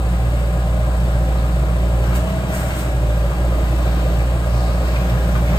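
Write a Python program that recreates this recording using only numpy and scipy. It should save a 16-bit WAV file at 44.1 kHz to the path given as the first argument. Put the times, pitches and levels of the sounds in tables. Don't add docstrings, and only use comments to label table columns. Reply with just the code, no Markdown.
import sys
import numpy as np
from scipy import signal
from scipy.fft import rfft, irfft
from scipy.io import wavfile
from scipy.ndimage import uniform_filter1d, map_coordinates

SR = 44100
rng = np.random.default_rng(int(sys.argv[2]) if len(sys.argv) > 2 else 0)


def file_out(sig):
    cols = np.atleast_2d(sig).T
    lim = np.clip(cols, -1, 1)
    pcm = np.round(lim * 32767).astype(np.int16)
    wavfile.write(sys.argv[1], SR, pcm)


N = 246078
TIME = np.arange(N) / SR
FREQS = np.arange(N // 2 + 1) * SR / N
GOVERNED_HZ, FIRINGS_PER_CYCLE = 58.64, 4


def undb(db):
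    return 10 ** (np.asarray(db) / 20)


def unit(x):
    return x / np.sqrt(np.mean(x ** 2))


def colour(x, points):
    hz, db = np.transpose(points)
    octaves = np.log2(FREQS + 1)
    beyond = np.abs(octaves - np.clip(octaves, np.log2(hz[0]), np.log2(hz[-1])))
    gain = undb(np.interp(octaves, np.log2(hz), db) - 24 * beyond)
    return irfft(rfft(x) * gain * np.sqrt(SR / 2), N)


def resonate(x, hz, q):
    s = 1j * np.fft.rfftfreq(len(x), 1 / SR) / hz
    return irfft(rfft(x) * (s / (s + q * (1 + s * s))) ** 2, len(x))


def walk(rate):
    levels = rng.standard_normal(512)
    coarse = TIME[::64]
    eased = map_coordinates(levels, [coarse * rate], order=3, mode="grid-wrap")
    return np.interp(TIME, coarse, unit(eased))


def clicks(rate, spread_db, size=N):
    heights = undb(spread_db * np.minimum(rng.exponential(size=size), 4))
    return unit((rng.random(size) < rate / SR) * heights * rng.choice([-1, 1], size))


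def spells(rows, edge_s):
    return sum(height * (np.tanh((TIME - s) / edge_s) - np.tanh((TIME - s - length) / edge_s)) / 2
               for s, length, height in rows)


def swells(rows, edge_s):
    return spells([(s, length, undb(db)) for s, length, db in rows], edge_s)


def gaussian(peak_s, width_s):
    return np.exp(-((TIME - peak_s) / width_s) ** 2 / 2)


def tone(cycle, order, waver_db, waver_rad):
    phase = 2 * np.pi * (order * cycle + rng.random()) + waver_rad * walk(9)
    return np.sqrt(2) * np.cos(phase) * undb(waver_db * walk(6.5))


def governor(hunt_hz=2.148, settle_s=0.1787, fuel_lag_s=0.16, fuel_db_per_hz=2.5):
    # (start [s], duration [s], firing rate shift [Hz])
    load_changes = [(0, 0.68, 0.35), (2.085, 0.6, 2.5), (2.65, .19, 1.0), (2.943, 0.27, -1.48),
                    (3.444, 0.059, -1.5), (3.954, 0.168, -1.18), (4.225, 0.085, 1.5), (4.604, 0.51, 0.33)]
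    slack = spells(load_changes, edge_s=0.047)
    hunt = np.exp(-TIME / settle_s) * np.sin(2 * np.pi * hunt_hz * TIME)
    firing_hz = GOVERNED_HZ + signal.fftconvolve(slack, hunt / hunt.sum())[:N]
    late_slack = np.interp(TIME - fuel_lag_s, TIME, slack)
    return firing_hz, -fuel_db_per_hz * np.maximum(late_slack, 0)


def exhaust(cycle, fuel_db, drone_db=-16.5, lope_rad=0.098, skew_rad=0.65, rumble_db=0.5, puff=0.28):
    # (frequency [Hz], relative density [dB per Hz])
    pipe_spectrum = [(20, -53), (40, -67), (75, -48.5), (100, -51.5), (124, -44), (148, -49), (170, -47),
                     (200, -65.5), (250, -79.5)]
    # (time [s], half width [s], depth [dB])
    dip = (3.35, 0.022, 5.5)
    firing = 2 * np.pi * FIRINGS_PER_CYCLE * cycle
    drone = np.cos(firing + lope_rad * np.sin(2 * np.pi * cycle)) * undb(drone_db)
    for harmonic, db in ((2, -29.0), (3, -33.5)):
        phase = harmonic * firing + (harmonic - 1) ** 2 * skew_rad + 0.26 * walk(4.34)
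        drone += np.cos(phase) * undb(db + 3.0 * np.tanh(walk(7)))
    dip_s, width_s, depth_db = dip
    strength = undb(fuel_db - depth_db * gaussian(dip_s, width_s))
    gas = unit(rng.standard_normal(N) * (1 + puff * np.cos(firing)))
    return np.sqrt(2) * drone * strength + undb(rumble_db) * colour(gas, pipe_spectrum)


def casing_tones(cycle, fuel_db, load_share=0.7):
    # (order [multiple of the cycle rate], relative level [dB])
    partials = [(9, -36.5), (14, -42.5), (20, -56.5), (23, -48), (24, -51.5), (28, -46.5), (31, -48),
                (32, -52), (35, -48), (36, -39), (39, -46), (40, -41.5), (44, -45), (45, -59.5),
                (56, -46.5), (68, -50.5), (71, -48), (73, -52), (78, -56.5), (84, -50.5), (97, -58)]
    tones = sum(undb(db) * tone(cycle, order, waver_db=2.0, waver_rad=0.38) for order, db in partials)
    return undb(load_share * fuel_db) * tones


def clatter(cycle, repeat=0.25, knock=0.091, shaft=0.062, lope=0.03, ticks=0.36):
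    # (frequency [Hz], relative density [dB per Hz])
    block_spectrum = [(220, -62.5), (320, -57), (430, -65.5), (590, -59), (880, -66.5), (1150, -66.5),
                      (1700, -70.5), (2300, -72), (3000, -75), (4200, -81), (5300, -83.5), (6300, -86.5),
                      (8600, -79), (12000, -89), (15200, -89.5)]
    # (frequency [Hz], quality factor, relative level [dB])
    panel_modes = [(1644, 15, -52.5), (3830, 11, -61.5), (4540, 36, -63)]
    pattern = rng.standard_normal(1000)
    repeating = unit(map_coordinates(pattern, [cycle % 1 * len(pattern)], order=3, mode="grid-wrap"))
    combustion = rng.standard_normal(N) + ticks * clicks(2500, spread_db=2.5)
    turn = 2 * np.pi * cycle
    beat = 1 + knock * np.cos(FIRINGS_PER_CYCLE * turn) + shaft * np.cos(2 * turn + 1)
    beat += lope * np.cos(turn)
    force = unit((combustion + repeat * repeating) * beat * undb(0.14 * walk(11)))
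    ring = sum(undb(db) * unit(resonate(force, hz, q)) for hz, q, db in panel_modes)
    return colour(force, block_spectrum) + ring


def cover_rattle(cycle, fuel_db, hz=585, q=2.95, db=-38.5, throb=0.49, uneven_db=-0.2, load_share=0.69):
    strength = undb(uneven_db * np.tanh(walk(15)) + load_share * fuel_db)
    shakes = (1 + throb * np.cos(2 * np.pi * cycle)) * strength
    return undb(db) * unit(resonate(rng.standard_normal(N) * shakes, hz, q))


def fan(hz=759, db=-42.5, waver_db=3.0, waver_rad=1.0, flutter=0.35):
    phase = 2 * np.pi * hz * TIME + waver_rad * walk(15)
    return np.sqrt(2) * np.cos(phase) * undb(db + waver_db * walk(7.6)) * (1 + flutter * walk(45))


def pump(cycle, piston_order=42, gear_order=211, gear_db=-64):
    # (start [s], duration [s], level [dB])
    strokes = [(.72, 0.29, -37), (1.1, 1.056, -43), (2.22, 0.18, -31.5), (2.41, 0.17, -31),
               (2.62, 0.51, -38), (3.14, 0.24, -35), (3.52, 0.13, -34), (4.02, 0.15, -34.5),
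               (4.5, 1.4, -39)]
    # (start [s], duration [s], level [dB])
    gear_whines = [(2.4, 0.3, -54)]
    pistons = swells(strokes, edge_s=0.047) * tone(cycle, piston_order, waver_db=2.0, waver_rad=0.17)
    gear_gain = undb(gear_db) + swells(gear_whines, edge_s=0.04)
    return pistons + gear_gain * tone(cycle, gear_order, waver_db=1.0, waver_rad=0.35)


def crunch(rubble_db=-47, patchy_db=0.5):
    # (frequency [Hz], relative level [dB])
    timber_spectrum = [(200, 2), (300, 11.5), (600, 11), (1000, 2.5), (1600, 7.5), (2500, 2), (4200, -6.5),
                       (6000, -6), (8500, -23), (14000, -9.5)]
    # (start [s], duration [s], level [dB])
    bites = [(1.0, 0.94, -51), (2.02, 0.17, -39.5), (2.275, 0.048, -39), (2.47, 0.085, -38),
             (2.69, .15, -43), (3.06, 0.52, -45), (3.58, 0.66, -41), (4.51, 0.38, -47), (4.85, 0.57, -39),
             (5.44, .25, -36)]
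    snaps = unit(clicks(1800, spread_db=-0.5) * undb(patchy_db * walk(35)))
    return unit(colour(snaps, timber_spectrum)) * (undb(rubble_db) + swells(bites, edge_s=0.015))


def nails(jitter=0.021, rough_db=7.5):
    # (start [s], duration [s], first pitch [Hz], last pitch [Hz], level [dB], left lead [ms])
    squeals = [(0.062, 0.048, 1750, 1690, -41, 0.02), (0.065, 0.055, 7080, 6990, -49, 0.02),
               (0.098, .07, 1760, 2060, -46, 0.02), (2.231, 0.088, 2980, 3040, -38, 0.2)]
    out = np.zeros((2, N))
    wobble = 1 + jitter * walk(260)
    grip = undb(rough_db * np.tanh(walk(120)))
    for s, length, first_hz, last_hz, db, lead_ms in squeals:
        span = (TIME >= s) & (TIME < s + length)
        drawn = (TIME[span] - s) / length
        hz = (first_hz + (last_hz - first_hz) * drawn) * wobble[span]
        lead_s = np.array([[lead_ms], [0]]) / 1000
        phase = 2 * np.pi * (np.cumsum(hz) / SR + hz * lead_s)
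        out[:, span] += undb(db) * np.sin(phase) * np.sin(np.pi * drawn) * grip[span]
    return out


def house_frame(q=4.5):
    # (start [s], duration [s], frequency [Hz], level [dB])
    strains = [(.35, 0.42, 180, -34.5), (1.74, 0.46, 382, -37.5), (2.052, 0.94, 177.3, -31.5),
               (2.767, 0.28, 330, -33.5), (3.207, 1.0, 329, -38.5), (3.897, 0.3, 175.6, -34),
               (5.002, 0.7, 173.3, -28.5)]
    slips = clicks(150, spread_db=0.5)
    return sum(unit(resonate(slips, hz, q)) * swells([(s, length, db)], edge_s=0.091)
               for s, length, hz, db in strains)


def beam_knocks():
    # (time [s], level [dB], decay [s])
    knocks = [(0.566, -28, .01), (1.636, -26.5, 0.012), (3.582, -26.5, 0.011), (3.862, -28, 0.013),
              (3.994, -24, 0.0071), (4.057, -25, 0.019), (4.083, -24, 0.022), (4.354, -23.5, 0.013),
              (4.551, -23, .014), (4.675, -31, .012), (5.507, -29, .01), (5.557, -25, 0.0087)]
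    # (frequency [Hz], relative level [dB])
    beam_spectrum = [(220, -8), (350, 1.5), (470, 0), (610, 10), (900, -11), (1600, -19)]
    blows = sum(undb(db) * (TIME >= s) * np.exp(-np.abs(TIME - s) / decay) for s, db, decay in knocks)
    contacts = unit(colour(clicks(6000, spread_db=1), beam_spectrum))
    return contacts * uniform_filter1d(blows, size=64)


def board_cracks():
    # (time [s], level [dB], frequency [Hz], quality factor, decay [s])
    cracks = [(1.384, -41, 4100, 4, 0.014), (1.684, -30, 1200, 2, .012), (2.04, -31, 1280, 1.4, .02),
              (2.042, -47, 3900, 1.4, .03), (2.122, -30.5, 1300, 1.2, 0.032), (2.152, -33, 2200, .9, 0.018),
              (2.192, -37, 3200, 3, 0.011), (2.525, -36, 1900, 1.2, 0.027),
              (2.562, -37.5, 3760, 1.2, 0.031), (2.585, -38, 1650, 1.4, .025),
              (2.706, -29.5, 1900, 1.1, .03), (2.736, -41, 3400, 1.5, 0.016), (2.789, -38, 3600, 1.1, .028),
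              (3.314, -30.5, 1100, 1.6, .018), (3.821, -41, 2700, 2.1, .012), (3.864, -33, 1510, 1.1, .028),
              (3.916, -35, 1600, 1, .012), (4.195, -36, 2350, 5, .018), (4.3, -40, 2100, 1.4, .01),
              (4.935, -33, 1181, 1.4, 0.049), (4.96, -25.5, 2350, 2.8, .011), (5.097, -31, 2100, .9, .01),
              (5.172, -35, 1300, 1.3, .008), (5.353, -27.5, 1200, 0.99, 0.018), (5.475, -34, 2190, 2, .04),
              (5.533, -26, 1250, 1.3, .014), (5.56, -27.5, 2150, 2.7, 0.026)]
    out, size = np.zeros(N + SR), SR // 2
    for s, db, hz, q, decay in cracks:
        snaps = unit(resonate(clicks(3000, spread_db=-2.0, size=size), hz, q))
        start = int(s * SR)
        out[start:start + size] += undb(db) * snaps * np.exp(-TIME[:size] / decay)
    return out[:N]


def boom_valve():
    # (peak time [s], relative level [dB], rise [s], decay [s])
    squirts = [(2.164, 0.5, 0.015, 0.029), (2.56, -0.5, 0.03, 0.16), (2.8, -5.5, 0.026, 0.059)]
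    # (frequency [Hz], relative density [dB per Hz])
    hiss_spectrum = [(600, -70), (1200, -61), (2500, -68.5), (4000, -80), (6000, -76.5), (8500, -70),
                     (12000, -76.5), (15000, -79)]
    swell = sum(undb(db) * np.where(TIME < s, gaussian(s, rise), np.exp(-np.abs(TIME - s) / decay))
                for s, db, rise, decay in squirts)
    return colour(clicks(8800, spread_db=2.0) * swell, hiss_spectrum)


def throttled_oil(q=2.59):
    # (peak time [s], half width [s], frequency [Hz], level [dB])
    throttlings = [(3.97, 0.21, 3900, -47), (4.54, 0.054, 4950, -47), (4.653, 0.079, 4300, -43),
                   (4.895, 0.087, 4400, -46)]
    flow = rng.standard_normal(N)
    return sum(unit(resonate(flow, hz, q)) * undb(db) * gaussian(s, width)
               for s, width, hz, db in throttlings)


def scatter(x, t60):
    echoes = rfft(rng.standard_normal(N) * np.exp(-np.log(1000) * TIME / t60))
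    smoothed_power = uniform_filter1d(np.abs(echoes) ** 2, 200)
    response = irfft(echoes / np.sqrt(smoothed_power), N)[:SR // 2]
    spray = signal.hilbert(signal.fftconvolve(x, response)[:N])
    return np.real(spray * np.exp(2.5j * walk(14)))


def microphones(x):
    # (frequency [Hz], left phase lead [rad], coherence [0-1], left minus right [dB])
    pair_response = [(60, .04, .999, -1), (250, .2, .94, -.9), (600, .55, .93, .7), (1100, .4, .45, 5.8),
                     (1500, 2.1, .2, 5), (2000, 3.4, .6, .9), (3000, 3.6, .45, 1.3), (4500, 6.1, .3, 1.2),
                     (5400, 9.1, .25, -.2), (6300, 7.7, .4, -2), (7200, 6.28, .95, 0),
                     (10500, 3.14, .97, 0), (13200, 0, .93, 0), (14400, 0, .93, 0), (15600, -2, .7, 0)]
    hz, *columns = np.transpose(pair_response)
    lead, coherence, balance_db = (np.interp(FREQS, hz, column) for column in columns)
    side = np.array([[1], [-1]])
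    direct = rfft(x) * np.sqrt((1 + coherence) / 2)
    diffuse = rfft(scatter(x, t60=0.3)) * np.sqrt((1 - coherence) / 2)
    return irfft((direct + side * diffuse) * np.exp(1j * side * lead / 2) * undb(side * balance_db / 2), N)


def scene(house_db=-9, casing_db=-0.8, casing_db_per_hz=0.22, casing_db_per_s=0.2342):
    firing_hz, fuel_db = governor()
    cycle = np.cumsum(firing_hz) / SR / FIRINGS_PER_CYCLE
    drone = exhaust(cycle, fuel_db)
    casing = casing_tones(cycle, fuel_db) + clatter(cycle) + cover_rattle(cycle, fuel_db)
    effort_db = casing_db + casing_db_per_hz * (firing_hz - GOVERNED_HZ) + casing_db_per_s * TIME
    engine = drone + casing * undb(effort_db) + fan()
    hydraulics = pump(cycle) + boom_valve() + throttled_oil()
    wood = crunch() + board_cracks() + beam_knocks() + house_frame()
    rooms = undb(house_db) * scatter(wood, t60=0.48)
    return microphones(engine + hydraulics + wood + rooms) + nails()


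def record(dry, top_hz=15500):
    return signal.sosfilt(signal.ellip(10, 0.1, 80, top_hz, fs=SR, output="sos"), dry)


dry = scene()
out = record(dry)
file_out(out)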